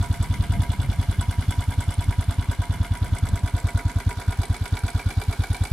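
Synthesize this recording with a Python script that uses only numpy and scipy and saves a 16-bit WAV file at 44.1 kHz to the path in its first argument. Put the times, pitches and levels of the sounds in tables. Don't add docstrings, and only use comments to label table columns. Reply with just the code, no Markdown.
import sys
import numpy as np
from scipy import signal
from scipy.io import wavfile

SR = 44100
rng = np.random.default_rng(int(sys.argv[2]) if len(sys.argv) > 2 else 0)


def unload_audio(sound):
    columns = np.transpose(np.atleast_2d(sound))
    steps = np.round(np.clip(columns, -1, 1) * 32767)
    wavfile.write(sys.argv[1], SR, steps.astype(np.int16))


N = 252252
TIME = np.arange(N) / SR


def from_db(db):
    return 10 ** (np.asarray(db) / 20)


def in_time(rows):
    times, *columns = np.transpose(rows)
    return [np.interp(TIME, times, column) for column in columns]


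def at_hz(points, hz):
    frequencies, values = np.transpose(points)
    return np.interp(np.log(hz), np.log(frequencies), values)


def resonate(x, hz, width):
    radius = np.exp(-np.pi * width / SR)
    feedback = [1, -2 * radius * np.cos(2 * np.pi * hz / SR), radius ** 2]
    return signal.lfilter(np.array([1, 0, -1]) * (1 - radius ** 2) / 2, feedback, x + 1e-18)


def bands(low_hz, high_hz, count):
    edges = np.geomspace(low_hz, high_hz, count + 1)
    return [(np.sqrt(low * high), signal.butter(2, [low, high], "band", fs=SR, output="sos"))
            for low, high in zip(edges, edges[1:])]


# t/s, firing rate/Hz
FIRING_RATE = [(0.0, 9.953), (0.42, 10.21), (1.81, 10.051), (1.93, 9.769), (2.28, 10.121), (2.4, 9.666),
               (2.97, 9.284), (3.25, 9.685), (4.13, 9.38), (4.62, 8.854), (5.4, 9.062), (5.72, 9.593)]
def firing_times(first_s=.0046):
    cycles = np.cumsum(in_time(FIRING_RATE)[0]) / SR
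    return first_s + np.interp(np.arange(np.ceil(cycles[-1])), cycles, TIME)


def each_cycle(phase, sizes, jitter_s=0):
    beats = firing_times()
    periods = np.append(np.diff(beats), beats[-1] - beats[-2])
    onsets = beats + phase * periods + jitter_s * rng.standard_normal(len(beats))
    at = np.round(onsets * SR).astype(int)
    inside = (at >= 0) & (at < N)
    clicks = np.zeros(N)
    clicks[at[inside]] = sizes[inside]
    return clicks


# t/s, side (0 near, 1 far), treble level/dB
WALK = [(0, 0.39, 0), (.7, 0.053, -1.5), (1.5, 0.073, -0.1), (2.8, 0.22, -3), (4.2, 0.84, -2),
        (5.72, 1, 1.3)]
def microphone_walk():
    return in_time(WALK)


# t/s, level change/dB
MISFIRES = [(4.175, -9.5), (4.615, -3)]
# f/Hz, bandwidth/Hz, level/dB, polarity
SILENCER_MODES = [(45.9, 13.9, -9.9, -1), (78.6, 28.9, -4.9, -1), (108.2, 35, -.8, 1), (204, 30, 9.6, 1)]
PIPE_MODES = [(152.2, 7.1, -16, 1), (246.4, 22.8, -13.5, -1), (288.7, 35, -15.5, 1)]
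def exhaust(firing_db, far_db, uneven_db, pipe_db, pulse_s=.00238, core_s=.0007, left_lag_s=.00022):
    beats = firing_times()
    strength_db = firing_db + uneven_db * rng.standard_normal(len(beats))
    for misfire_s, weak_db in MISFIRES:
        strength_db[np.argmin(abs(beats - misfire_s))] += weak_db
    side, _ = microphone_walk()
    firings = each_cycle(phase=-.0178, sizes=from_db(strength_db)) * from_db(far_db * side)
    span = np.arange(-600, 601) / SR
    time = np.arange(N + len(span) - 1) / SR + span[0]
    thump = np.zeros(len(time))
    for modes, sigma_s, gain_db in ((SILENCER_MODES, pulse_s, 0), (PIPE_MODES, core_s, pipe_db)):
        gas = signal.oaconvolve(firings, np.exp(-.5 * (span / sigma_s) ** 2))
        for hz, width, level_db, polarity in modes:
            thump += polarity * from_db(level_db + gain_db) * resonate(gas, hz, width)
    thump = signal.sosfilt(signal.butter(2, 35, "high", fs=SR, output="sos"), thump)
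    return np.array([np.interp(TIME - lag, time, thump) for lag in (left_lag_s / 2, -left_lag_s / 2)])


FORCE_HZ = [750, 1450, 2200, 3600, 9000]
# phase/cycles, chatter decay/s, far-side gain/dB, level/dB
# at each FORCE_HZ
IMPACTS = [(-.035, 0.0056, 2.5, -0.5, 7, -18, 4.5, 6.5), (.066, 0.0031, -5, -8, 1, -1, 20.5, -7),
           (.100, 0.0055, 2, 7.5, 3.5, -21, 15, -40), (.211, 0.0061, -2, 10, 15.5, -2.5, 10, 16.5),
           (.280, 0.004, -7, 10.5, 17.5, -10, -19, -16), (.358, 0.0042, 4, 9, 10, 9, 11.5, 15),
           (.382, 0.0023, 4, 8.5, 12.5, 17.5, -2, 3), (.428, 0.0044, 3, 6, 4, 6, 1.5, 14),
           (.505, 0.01, -3, 3, 4.5, 11, -41, 9), (0.549, 0.002, -3, 2.5, -6, -3, 12.5, 14),
           (.660, 0.0028, -2, -40, -7, 12, -6, 15), (0.816, 0.0025, 4, -35, -18, -43, -5, 10)]
TAPPET_ROWS = (3, 9)
# t/s, level/dB
SECOND_TICK = [(0, 2), (.5, -6.5), (1.3, -7), (1.9, 2), (2.9, -1), (3.2, 5.5), (4.4, -4), (4.62, 9.5),
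               (4.85, 2.5), (5.72, 4)]
def impacts(side, uneven_db, tappet_uneven_db, jitter_s, rise_s):
    cycles = len(firing_times())
    blows, chatter = [], []
    for k, (phase, decay_s, far_db, *_) in enumerate(IMPACTS):
        scatter_db = tappet_uneven_db if k in TAPPET_ROWS else uneven_db
        sizes = from_db(scatter_db * rng.standard_normal(cycles))
        clicks = each_cycle(phase, sizes, jitter_s) * from_db(far_db * side)
        if k == TAPPET_ROWS[1]:
            clicks *= from_db(in_time(SECOND_TICK)[0])
        fall, rise = np.exp(-1 / (decay_s * SR)), np.exp(-1 / (rise_s * SR))
        blows.append(clicks * np.sqrt(decay_s * SR / 2))
        chatter.append(signal.lfilter([1 - rise], np.poly([fall, rise]), clicks + 1e-18))
    return np.array(blows), np.array(chatter)


# f/Hz, bandwidth/Hz, level/dB for the first, level/dB for the second
TAPPET_MODES = [(7920, 137, -21, -20.5), (8420, 250, -28, -25), (8975, 190, -26.5, -18),
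                (9620, 110, -28.5, -24), (10450, 250, -27.5, -31)]
def tappet_ring(chatter, uneven_db):
    cycle = np.searchsorted(firing_times(), TIME)
    ring = np.zeros((2, N))
    for hz, width, *struck_db in TAPPET_MODES:
        strength = from_db(uneven_db * rng.standard_normal(cycle[-1] + 1))[cycle]
        force = strength * (from_db(struck_db) @ chatter[list(TAPPET_ROWS)])
        ring += to_stereo(resonate(force * rng.standard_normal((2, N)), hz, width), hz)
    return ring


# f/Hz, bandwidth/Hz, level/dB from the near side, front, far side
CASE_MODES = [(391.5, 27, -32, -30.5, -26.5), (432.4, 42, -40, -27, -27.5),
              (693.4, 17.9, -23.5, -20.5, -23), (764, 84, -29.5, -32.5, -24.5), (854, 14, -28, -37, -27),
              (966.7, 13.8, -21.5, -18, -28), (982, 86, -40, -37.5, -45), (1254, 100, -38, -43, -55),
              (1434, 25.5, -35.5, -27, -29), (1517, 86, -34.5, -31.5, -30.5), (1620, 41, -32.5, -37, -31),
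              (2009, 53, -37, -29.5, -38.5), (2127, 34, -28.5, -32.5, -38), (2232, 65, -34.5, -29, -27),
              (2329, 58, -36, -38.5, -28), (2927, 125, -35.5, -66, -42), (3030, 52, -36, -42, -36),
              (3419, 48, -29.5, -35.5, -32), (3740, 110, -50, -43, -38), (4080, 29, -61, -40, -35),
              (4785, 140, -59, -40, -39), (4884, 73, -40.5, -43, -41), (6360, 850, -78, -48, -64),
              (7620, 21, -57, -35, -55), (8000, 87, -57, -44, -50)]
# f/Hz, spectral density level/dB
DENSE_MODES = [(250, -30.5), (400, -41.5), (550, -39.5), (1000, -40), (1600, -38.5), (2000, -58),
               (2600, -47.5), (3700, -45.5), (6300, -53), (8300, -52), (10500, -50), (11800, -52),
               (13000, -53), (15500, -62)]
def clatter(level_db, whirr_db, ring_whirr_db, flicker_db, blow_share, blow_top_hz, whirr_top_hz):
    side, treble_db = microphone_walk()
    blows, chatter = impacts(side, uneven_db=1.6, tappet_uneven_db=2.5, jitter_s=.0002, rise_s=.0011)
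    chatter_power = chatter ** 2
    grit = rng.standard_normal((3, 2, N))

    def shaking(hz, k, clean, steady_db):
        force = from_db([np.interp(np.log(hz), np.log(FORCE_HZ), row[3:]) for row in IMPACTS])
        noise_power = from_db(steady_db) ** 2 + (1 - clean) * force ** 2 @ chatter_power
        polarity = [(-1) ** k, (-1) ** (k // 2)]
        blow = np.sqrt(clean) * np.outer(polarity, force @ blows)
        return grit[k % len(grit)] * np.sqrt(noise_power) + blow

    metal = tappet_ring(chatter, uneven_db=3.5)
    for k, (hz, width, *heard_db) in enumerate(CASE_MODES):
        steady_db = ring_whirr_db - 10 * np.log10(1 + (hz / whirr_top_hz) ** 2)
        ringing = resonate(shaking(hz, k, blow_share, steady_db), hz, width)
        directivity = np.interp(side, [0, .71, 1], from_db(heard_db))
        metal += to_stereo(ringing, hz) * directivity
    knots = np.arange(0, TIME[-1], .03)
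    for k, (hz, sos) in enumerate(bands(220, 6000, count=12) + bands(6000, 16200, count=10)):
        clean = blow_share / (1 + (hz / blow_top_hz) ** 2)
        flicker = np.interp(TIME, knots, from_db(flicker_db * rng.standard_normal(len(knots))))
        rattle = signal.sosfilt(sos, shaking(hz, k, clean, whirr_db))
        metal += to_stereo(rattle, hz) * from_db(at_hz(DENSE_MODES, hz)) * flicker
    treble = signal.sosfilt(signal.butter(1, 4000, "high", fs=SR, output="sos"), metal)
    return from_db(level_db) * (metal + (from_db(treble_db) - 1) * treble)


# f/Hz, left minus right level/dB
BALANCE = [(60, 0.0), (92, 0.0), (140, 0.0), (210, -3.5), (330, 0), (500, -2.5), (770, -5), (1170, -2),
           (1790, 1), (2740, 1.5), (4190, 1.5), (6410, -5.5), (9810, 0), (15000, -6.5)]
# f/Hz, correlation
COHERENCE = [(200, 0.77), (500, 0.91), (1000, 0.87), (2000, 0.89), (4000, 0.24), (8000, 0.047),
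             (14000, 0.021)]
def to_stereo(mid_side, hz):
    alike = at_hz(COHERENCE, hz)
    mid, side = np.sqrt((1 + alike) / 2), np.sqrt((1 - alike) / 2)
    lean = from_db(at_hz(BALANCE, hz) / 2)
    return np.array([[mid * lean, side * lean], [mid / lean, -side / lean]]) @ mid_side


# t/s, level/dB
GUSTS = [(.38, -30), (.57, -26.5), (.86, -31), (2.06, -35), (2.76, -33.5), (3.08, -35), (3.301, -30.5)]
def wind_strength(start_db=-35.5, fade_db_per_s=2.5, rise_s=.042, fall_s=.065):
    power = from_db(start_db - fade_db_per_s * TIME) ** 2
    for peak_s, peak_db in GUSTS:
        width_s = np.where(TIME < peak_s, rise_s, fall_s)
        power += from_db(peak_db) ** 2 * np.exp(-((TIME - peak_s) / width_s) ** 2)
    return np.sqrt(power)


# f/Hz, relative spectral density level/dB
BREEZE_SPECTRUM = [(22, -4), (50, 3), (100, 3), (160, 1), (230, -10.5), (350, -45), (600, -65)]
def breeze(correlation=.84):
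    white = rng.standard_normal((2, 2, N))
    mid, side = sum(from_db(at_hz(BREEZE_SPECTRUM, hz)) * signal.sosfilt(sos, white[k % 2])
                    for k, (hz, sos) in enumerate(bands(18, 600, count=10)))
    rumble = np.sqrt(1 + correlation) * mid + np.sqrt(1 - correlation) * np.array([side, -side])
    return wind_strength() * rumble / np.std(rumble)


def scene():
    metal = clatter(level_db=1.07, whirr_db=1.5, ring_whirr_db=-4.5, flicker_db=1.62,
                    blow_share=.62, blow_top_hz=2240, whirr_top_hz=3020)
    return exhaust(firing_db=.2, far_db=.5, uneven_db=.48, pipe_db=.5) + metal + breeze()


def record(dry, shelf_hz=12400, shelf_db=-8, cutoff_hz=15750):
    below = signal.sosfiltfilt(signal.butter(8, shelf_hz, fs=SR, output="sos"), dry)
    shelved = below + from_db(shelf_db) * (dry - below)
    return signal.sosfilt(signal.ellip(10, .2, 90, cutoff_hz, fs=SR, output="sos"), shelved)


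dry = scene()
out = record(dry)
unload_audio(out)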